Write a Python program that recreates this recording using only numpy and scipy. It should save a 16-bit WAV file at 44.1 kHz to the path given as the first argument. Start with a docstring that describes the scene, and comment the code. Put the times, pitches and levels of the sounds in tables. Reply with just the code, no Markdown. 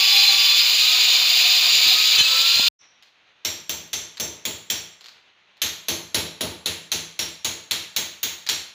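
"""An angle grinder cuts a ceramic tile outdoors, near the microphone: diamond grit scrapes, blade and tile
ring, the motor whines as its speed wavers and climbs. It stops dead. Then, in a bare echoing room,
a hammer drives a chisel into wall plaster, about four blows a second in two runs: steel clinks,
plaster cracks, the wall thuds. Small ticks come as the chisel is set again, over a faint hiss."""
import sys
import numpy as np
from scipy import signal
from scipy.io import wavfile

SR = 44100
rng = np.random.default_rng(int(sys.argv[2]) if len(sys.argv) > 2 else 0)


def generate_wav(sig):
    """Save sig (samples, or channels by samples) to the path in sys.argv[1] as 16-bit PCM at SR."""
    pcm = np.round(np.clip(np.atleast_2d(sig).T, -1, 1) * 32767).astype(np.int16)
    wavfile.write(sys.argv[1], SR, pcm)


N = 385434
TIME = np.arange(N) / SR
HZ = np.fft.rfftfreq(16384, 1 / SR)
STOP_S, ROOM_S = 2.685, 2.788  # the grinder ends, the room begins
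CATCH_S = 2.197  # the blade binds in the cut
# speed of the blade: (time [s], speed [turns/s])
BLADE_SPEED = [(0.03, 114.47), (0.25, 114.8), (0.55, 116.67), (0.7, 119.97), (0.85, 125.6), (1.02, 125.9),
               (1.15, 121.9), (1.3, 121.13), (1.55, 122.1), (1.65, 124.17), (1.8, 125.67), (1.95, 125.7),
               (2.1, 127.77), (2.22, 127.87), (2.35, 132.17), (2.5, 136.2), (2.66, 139.73)]


def scrape(grains_per_s=9000, level_db=-15.5, split_hz=5700, freed_s=0.05):
    """Diamond grains strike the tile, hardest once a turn, and ring blade and tile."""
    # spectrum of grit on ceramic: (frequency [Hz], level [dB])
    spectrum = [(900, -44.5), (1500, -31), (2030, -14), (2520, -5.5), (3200, -5.5), (3650, -1.5),
                (4250, -1), (4800, -3.5), (5400, -11.5), (5900, -16.5), (7300, -16), (8100, -35.5),
                (13600, -29.5), (15400, -18.5)]
    # resonances of blade and tile: (frequency [Hz], width [Hz], gain [dB])
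    modes = [(2490, 30, 3), (2588, 26, 5), (2790, 26, 2), (3069, 45, 0), (3509, 30, -4), (3640, 55, -7),
             (4118, 28, 4), (4635, 24, -1), (4793, 24, -3), (4997, 50, 4), (5251, 32, 4), (5654, 35, 6),
             (6570, 70, 0), (7050, 200, -1), (8370, 140, 1), (9650, 100, 9), (11320, 110, 3),
             (11850, 80, 10), (13480, 80, 10)]
    turns, load = np.cumsum(blade_speed()) / SR, load_db()
    grains = (rng.random(N) < grains_per_s / SR) * rng.choice([-1, 1], N)
    grains = grains * amp(np.minimum(rng.exponential(1, N), 5))
    wobble = 0.12 * np.cos(2 * np.pi * turns + 0.5 * wander(24))
    pressure = 1 + wobble + 0.045 * wander(700) + 0.078 * wander(50)
    grit = colour(pressure * (unit(grains) + 0.63 * rng.standard_normal(N)), amp(read(spectrum)))
    freed = np.clip((TIME - CATCH_S) / freed_s, 0, 1)  # past the catch the blade runs freer
    grit = grit - 0.36 * freed * colour(grit, hump(2350, 450))  # the tile's own band weakens
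    drive_db = -5 + 1.4 * load - 9 * freed  # a deeper cut rings the modes harder
    # as the point of contact moves, each mode is fed more or less
    rung = grit + sum(colour(grit * amp(drive_db + db + 4.5 * wander(12)), hump(hz, width))
                      for hz, width, db in modes)
    treble = 1 / (1 + (split_hz / (HZ + 1)) ** 20)
    ringing = amp(load) * unit(colour(rung, 1 - treble))
    dust = amp(-7 + 0.69 * load) * unit(colour(rung, treble))
    return amp(level_db) * (ringing + dust)


def load_db(give_s=0.012, rebuild_s=0.16):
    """Bite of the cut: it eases as a flake of tile gives way, builds again, and grows a little with speed."""
    # flakes giving way: (time [s], drop [dB])
    flakes = [(.35, 1.5), (.6, 1.5), (.7, 1.5), (1.16, 2.5), (1.59, 0.5), (1.94, 2.5), (2.16, 4.5),
              (2.56, 2.5)]
    eased = sum(drop * np.clip((TIME - s) / give_s, 0, 1) * np.exp(-abs(TIME - s) / rebuild_s)
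                for s, drop in flakes)
    return 0.0151 * overspeed() - eased


def motor(gear_order=10, fan_order=30, waver=0.0013):
    """Armature, gear and fan whine on multiples of the blade speed."""
    # lesser tones of the motor: (multiple of the blade speed, level [dB])
    tones = [(3.65, -58), (3.95, -59), (8, -55), (12, -55), (20, -41), (60, -46), (118.2, -45)]
    turns = np.cumsum(blade_speed() * (1 + waver * wander(60))) / SR
    whine = sum(gear_head(k) * amp(db + 3 * wander(12)) * np.sin(2 * np.pi * (k * turns + rng.random()))
                for k, db in tones)
    gear_db = -52 + 0.42 * overspeed() + 2.6 * wander(30)
    gear = gear_head(gear_order) * amp(gear_db) * unit(np.sin(2 * np.pi * gear_order * turns))
    fan = amp(-23.5 + 2 * wander(16)) * np.sin(2 * np.pi * fan_order * turns)
    return whine + gear + fan


def gear_head(order):
    """Gain of a motor tone as it sweeps through the resonances of the gear head."""
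    # gear head resonances: (frequency [Hz], width [Hz], gain [dB])
    modes = [(533, 15, 11), (1154, 28, 13), (1265, 10, 11.5), (1324, 16, 16), (1417, 14, 15)]
    return np.interp(order * blade_speed(), HZ, resonances(modes))


def cooling_air():
    """Air rushes through the grinder, coloured by its tinny guard and housing."""
    # spectrum of the airflow: (frequency [Hz], level [dB])
    spectrum = [(25, -31), (70, -22.5), (150, -20), (338, -19), (420, -13), (700, -9.5), (900, -8),
                (1130, -4), (1550, -4), (2000, -5.5), (2600, -25), (4400, -63)]
    # resonances of guard and housing: (frequency [Hz], width [Hz], gain [dB])
    guard = [(480, 79, -2), (619, 26, 3), (740, 26, 3.5), (1003, 68, 3.5)]
    air = unit(colour(rng.standard_normal(N), amp(read(spectrum)) * resonances(guard)))
    return amp(-38.5 - 0.02 * overspeed() + wander(14)) * air


def singing(waver_hz=11):
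    """Single modes of the tile swell and die as the blade rubs its edge."""
    # swells of the tile: (time [s], half length [s], frequency [Hz], level [dB])
    swells = [(0.196, 0.24, 792, -34), (0.115, .2, 5070, -22.5), (0.253, .15, 4118, -16),
              (.98, .1, 760, -46), (1.141, .04, 4960, -19), (1.427, 0.74, 732, -43.5),
              (1.55, .04, 4118, -21.5), (1.916, 0.056, 758, -37.5), (2.255, .1, 2600, -24.5)]
    out = np.zeros(N)
    for s, half_s, hz, db in swells:
        phase = 2 * np.pi * np.cumsum(hz + waver_hz * wander(60)) / SR
        swell = amp(db) / (1 + ((TIME - s) / half_s) ** 2) ** 2
        out += swell * (1 + 0.57 * wander(50)) * np.sin(phase)
    return out


def squeal(half_s=0.016, level_db=-10.5):
    """The binding blade rings on a few of its modes for a moment."""
    # modes of the binding blade: (frequency [Hz], width [Hz], gain [dB])
    modes = [(1690, 25, -14), (2590, 22, 0), (3050, 26, -1), (3450, 100, -3), (4120, 26, 2),
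             (5650, 25, -12), (6260, 29, -7), (7000, 27, -9)]
    rub = rng.standard_normal(N) / (1 + ((TIME - CATCH_S) / half_s) ** 10)
    return amp(level_db) * colour(rub, unit(resonances(modes, base=0)))


def bumps(low_cut_hz=55):
    """Short dull low thumps with no ring, heard during the cut."""
    # low thumps: (time [s], level [dB], decay [s], upper edge [Hz])
    thumps = [(1.862, -43, 0.029, 300), (2.207, -29.5, 0.0037, 280), (2.559, -44, .02, 250),
              (2.595, -27, 0.0046, 800)]
    out, t = np.zeros(N), TIME[:SR // 4]
    for s, db, decay, top_hz in thumps:
        band = unit(HZ ** 2 / (HZ ** 2 + low_cut_hz ** 2) / (1 + (HZ / top_hz) ** 3))
        thump = colour(rng.standard_normal(len(t)) * np.exp(-t / decay), band)
        add(out, s, amp(db) * thump / np.sqrt(np.sum(thump ** 2) / (decay * SR)))
    return out


def hammer(same_paths=0.6, ring_t60=0.49, lag_s=0.0002):
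    """Steel clinks on steel; each blow cracks plaster, thuds in the wall and rings the chisel."""
    # blows: (time [s], strength [dB], tip frequency [Hz], then relative tip [dB], thud [dB], dust [dB])
    blows = [(3.4484, -9, 5780, -15.5, -27.5, -25), (3.6935, -12.5, 6060, -13, -22.5, -16),
             (3.9302, -11, 6130, -12, -27.5, -34), (4.1982, -12.5, 6120, -9, -19.5, -19),
             (4.4516, -11, 6890, -16.5, -23.5, -18.5), (4.7, -8, 5870, -16, -29, -21.5),
             (5.6167, -5, 6370, -18, -31.5, -29), (5.883, -7.5, 6280, -16, -22.5, -24.5),
             (6.1443, -5, 5640, -24, -22, -29.5), (6.4076, -10, 5540, -40, -17.5, -27),
             (6.6577, -7.5, 6590, -39, -26, -41), (6.9166, -7, 6170, -16, -27.5, -29),
             (7.1906, -8.5, 5750, -18.5, -27.5, -28.5), (7.4458, -8, 6600, -15, -25.5, -25),
             (7.7094, -5.5, 6800, -40, -32.5, -36), (7.9624, -6, 6500, -18, -30, -20),
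             (8.2295, -7.5, 6560, -17, -32, -18), (8.4882, -4.5, 5800, -23, -34, -36.5)]
    # chisel set on a new spot: (time [s], clink [Hz], clink [dB], chips [Hz], chips [dB], ring [dB])
    seats = [(3.0, 3430, -14.5, 12100, -27, -19), (5.5, 4030, -14, 11750, -24.5, -26)]
    # spectrum of cracking plaster: (frequency [Hz], level [dB])
    crack_spectrum = [(300, -27.5), (800, -10.5), (1300, -9), (2300, -1.5), (3700, 1), (4400, 0.5),
                      (5100, -7), (5600, -6.5), (6800, 0.5), (7500, -11), (8300, -17), (10000, -14.5),
                      (13300, -12), (15500, -10.5)]
    # spectrum of the wall's thud: (frequency [Hz], level [dB])
    thud_spectrum = [(25, -32), (50, -23), (75, 5.5), (110, -2.5), (140, -3), (170, -3), (330, -4),
                     (470, -4), (600, -3.5), (760, -9.5), (1200, -11), (3000, -34)]
    # standing waves between the walls: (frequency [Hz], width [Hz], gain [dB])
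    room_modes = [(106, 7.9, 9.5), (163.3, 3.8, 14), (191, 2.7, 6.5), (210, 4.1, 5.5), (240, 9.1, 1),
                  (317, 7.6, -11), (337, 20, 7), (438, 18, 7.5), (527, 4.2, -13), (630, 14, 7),
                  (896, 23, 10)]
    # resonances of the seated chisel: (frequency [Hz], width [Hz], gain [dB])
    shaft_modes = [(3270, 120, 1), (4260, 150, -8), (5590, 36, 10.5), (5360, 48, 3)]
    # the chisel's long ring: (frequency [Hz], width [Hz], gain [dB])
    ring_modes = [(5570, 34, -4), (5660, 40, -4), (7330, 260, -8), (7510, 36, 0)]
    out, t = np.zeros(N), TIME[:SR]
    plaster, steel = unit(amp(read(crack_spectrum))), resonances(ring_modes, base=0) ** 2
    wall = unit(amp(read(thud_spectrum)) * resonances(room_modes) * resonances([(290, 110, 4)]))
    # part of the thud takes the same paths through the room at every blow
    common_boom = np.sqrt(same_paths) * room_impact(direct_db=-24)
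    for s, strength, tip_hz, tip_db, thud_db, dust_db in blows:
        seated_s, clink_hz, clink_db, chip_hz, chip_db, ring_db = [r for r in seats if r[0] < s][-1]
        depth = sum(seated_s < row[0] < s for row in blows)  # blows since the chisel was set
        body = np.hypot(amp(-17) * plaster, amp(tip_db - 5) * unit(hump(tip_hz, 700) ** 2))
        crack = colour(room_impact(direct_db=7), body * resonances(shaft_modes))
        chips = chipping(depth, chip_hz, chip_db, thud_db, dust_db)
        face = hump(clink_hz * (1 + 0.05 * rng.standard_normal()), 520)  # no two blows land alike
        clink = amp(clink_db - 9) * colour(room_impact(direct_db=16), unit(plaster * face))
        boom = common_boom + np.sqrt(1 - same_paths) * room_impact(direct_db=-26)
        thud = amp(thud_db + 2) * colour(boom, wall)
        ring = amp(ring_db - 4 - 60 * t / ring_t60) * unit(colour(rng.standard_normal(SR), steel))
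        add(out, s + lag_s, amp(strength) * (crack + chips + clink + thud + ring))
    return out


def chipping(depth, chip_hz, chip_db, thud_db, dust_db, sink_blows=2.55, usual_thud_db=-23):
    """One blow's snap of chips and dust; the chipping gets lower and fainter as the chisel sinks in."""
    pitch_drop = 0.145 * (1 - np.exp(-depth / sink_blows))
    level_db = chip_db - 0.73 * depth + 0.36 * (thud_db - usual_thud_db)  # a deeper blow chips more
    chips = amp(level_db) * unit(hump(chip_hz * (1 - pitch_drop), 1900) ** 3)
    dust = amp(dust_db - 5) * unit(hump(14950, 1300) ** 3)
    return colour(room_impact(direct_db=12), np.hypot(chips, dust))


def ticks(gain_db=-19):
    """The chisel touches the wall and chips fall, with the room behind them."""
    # light touches: (time [s], level [dB])
    touches = [(3.024, -36.5), (4.1705, -25), (5.008, -32.5), (5.0414, -33), (5.0584, -29.5), (5.0833, -32),
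               (5.5692, -45), (8.465, -17)]
    # spectrum of a touch: (frequency [Hz], level [dB])
    spectrum = [(200, -29), (1500, -14), (3000, -11), (4300, -4.5), (5500, -14.5), (7000, -18), (8500, -33),
                (15000, -30)]
    out, tone = np.zeros(N), unit(amp(read(spectrum)))
    for s, db in touches:
        add(out, s, amp(db + gain_db) * colour(room_impact(direct_db=17, click=0.6, crack_s=0.002), tone))
    return out


def room_impact(direct_db, click=1.4, crack_s=0.0022, echo_s=0.0081, early_s=0.0089):
    """An impact at the microphone: click and fracture, an echo off a near wall, then the room's tail."""
    # reverberation of the bare room: (frequency [Hz], t60 [s])
    reverb_times = [(80, 0.43), (210, 0.42), (560, 0.54), (1470, 0.59), (3880, 0.52), (7000, 0.46),
                    (10200, 0.43), (15000, 0.35)]
    t = TIME[:SR]
    hz, when, bands = signal.stft(rng.standard_normal(SR), SR, nperseg=256)
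    fill_s = 0.0024 + 5 / (hz[:, None] + 150)  # the bass takes longer to fill the room
    build = 1 - np.exp(-(when + 1e-4) / fill_s)
    decay = amp(-60 * when / read(reverb_times, hz)[:, None])
    tail = signal.istft(bands * build * decay, SR, nperseg=256)[1][:SR]
    fracture = np.exp(-t / crack_s) + amp(-6) * (t > echo_s) * np.exp(-abs(t - echo_s) / crack_s)
    near = (amp(direct_db) * fracture + amp(-2) * np.exp(-t / early_s)) * rng.standard_normal(SR)
    contact = np.arange(SR) == round(SR / 1000)
    return tail + near * np.minimum(t / 0.0018, 1) + click * amp(direct_db) * contact


def yard(x, echo_db=-11, reach_s=0.03, count=14):
    """Ground and nearby walls return a few quick echoes, which ripple the spectrum."""
    taps = np.zeros(SR // 4)
    delay = rng.uniform(0.02937, 1, count)
    taps[(delay * reach_s * SR).astype(int)] = rng.choice([-1, 1], count) * np.exp(-delay)
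    taps *= amp(echo_db) / np.linalg.norm(taps)
    taps[0] = 1
    return signal.fftconvolve(x, taps / np.linalg.norm(taps))[:N]


def room_tone(hiss_db=-59, ring_db=-52.5, ring_hz=5698, ring_t60=0.64):
    """The faint hiss of the empty room, and a ring that hangs in it at first."""
    # spectrum of the hiss: (frequency [Hz], level [dB])
    spectrum = [(25, -35), (50, -26), (75, -23), (100, -22), (240, -20.5), (450, -19), (1000, -15.5),
                (1600, -14.5), (2600, -11.5), (4000, -15), (5000, -29.5), (6500, -28), (7700, -47),
                (15500, -60)]
    fade = amp(ring_db - 60 * np.maximum(TIME - ROOM_S, 0) / ring_t60)
    ring = fade * unit(colour(rng.standard_normal(N), hump(ring_hz, 500) ** 2))
    hiss = amp(hiss_db - 1.5 * wander(26)) * unit(colour(rng.standard_normal(N), amp(read(spectrum))))
    return ring + hiss


def blade_speed():
    """Turns per second at every sample."""
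    return np.interp(TIME, *np.transpose(BLADE_SPEED))


def overspeed(cruise=125):
    """Turns per second above cruising speed."""
    return blade_speed() - cruise


def amp(db):
    """Decibels to gain."""
    return 10 ** (np.asarray(db) / 20)


def unit(x):
    """Scales to rms 1."""
    return x / np.sqrt(np.mean(abs(x) ** 2) + 1e-20)


def read(points, hz=HZ):
    """Reads a table on a log-frequency axis."""
    f, value = np.transpose(points)
    return np.interp(np.log(hz + 1), np.log(f + 1), value)


def add(mix, s, sound):
    """Mixes a sound in at time s."""
    part = mix[round(s * SR):][:len(sound)]
    part += sound[:len(part)]


def wander(per_s):
    """Smooth random drift of rms 1."""
    count = int(N / SR * per_s) + 4
    drift = signal.resample(rng.standard_normal(count), 4 * count)
    return unit(np.interp(TIME * per_s * 4, np.arange(4 * count), drift))


def hump(hz, width):
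    """Gain of one resonance, 1 at its top."""
    return 1 / np.sqrt(1 + (2 * (HZ - hz) / width) ** 2)


def resonances(modes, base=1):
    """Gain of resonances that stand on an even base."""
    return np.sqrt(base + sum((amp(db) * hump(hz, width)) ** 2 for hz, width, db in modes))


def colour(x, gain):
    """Causal filter with the given gain, so that nothing rings before its cause."""
    log_gain = np.log(np.maximum(gain, 1e-6))
    mirrored = np.concatenate([log_gain, log_gain[-2:0:-1]])
    taps = np.fft.ifft(np.exp(np.conj(signal.hilbert(mirrored)))).real[:len(HZ)]
    return signal.fftconvolve(x, taps)[:len(x)]


def scene():
    """The grinder outdoors, a moment of silence, then the room; mono on both channels."""
    outdoors = yard(scrape()) + cooling_air() + motor() + singing() + squeal() + bumps()
    outdoors *= np.clip((STOP_S - TIME) / 0.0012, 0, 1)
    indoors = (hammer() + ticks() + room_tone()) * np.clip((TIME - ROOM_S) / 0.025, 0, 1)
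    return np.tile(outdoors + indoors, (2, 1))


def record(dry, ceiling=0.76, low_cut_hz=48, top_hz=15520):
    """A small microphone loses the deepest bass; loud peaks are rounded and the top treble is cut."""
    thin = signal.sosfilt(signal.butter(3, low_cut_hz, "high", fs=SR, output="sos"), dry)
    lowpass = signal.firwin(511, top_hz, window=("kaiser", 8), fs=SR)
    return signal.oaconvolve(ceiling * np.tanh(thin / ceiling), lowpass[None], "same")


dry = scene()
out = record(dry)
generate_wav(out)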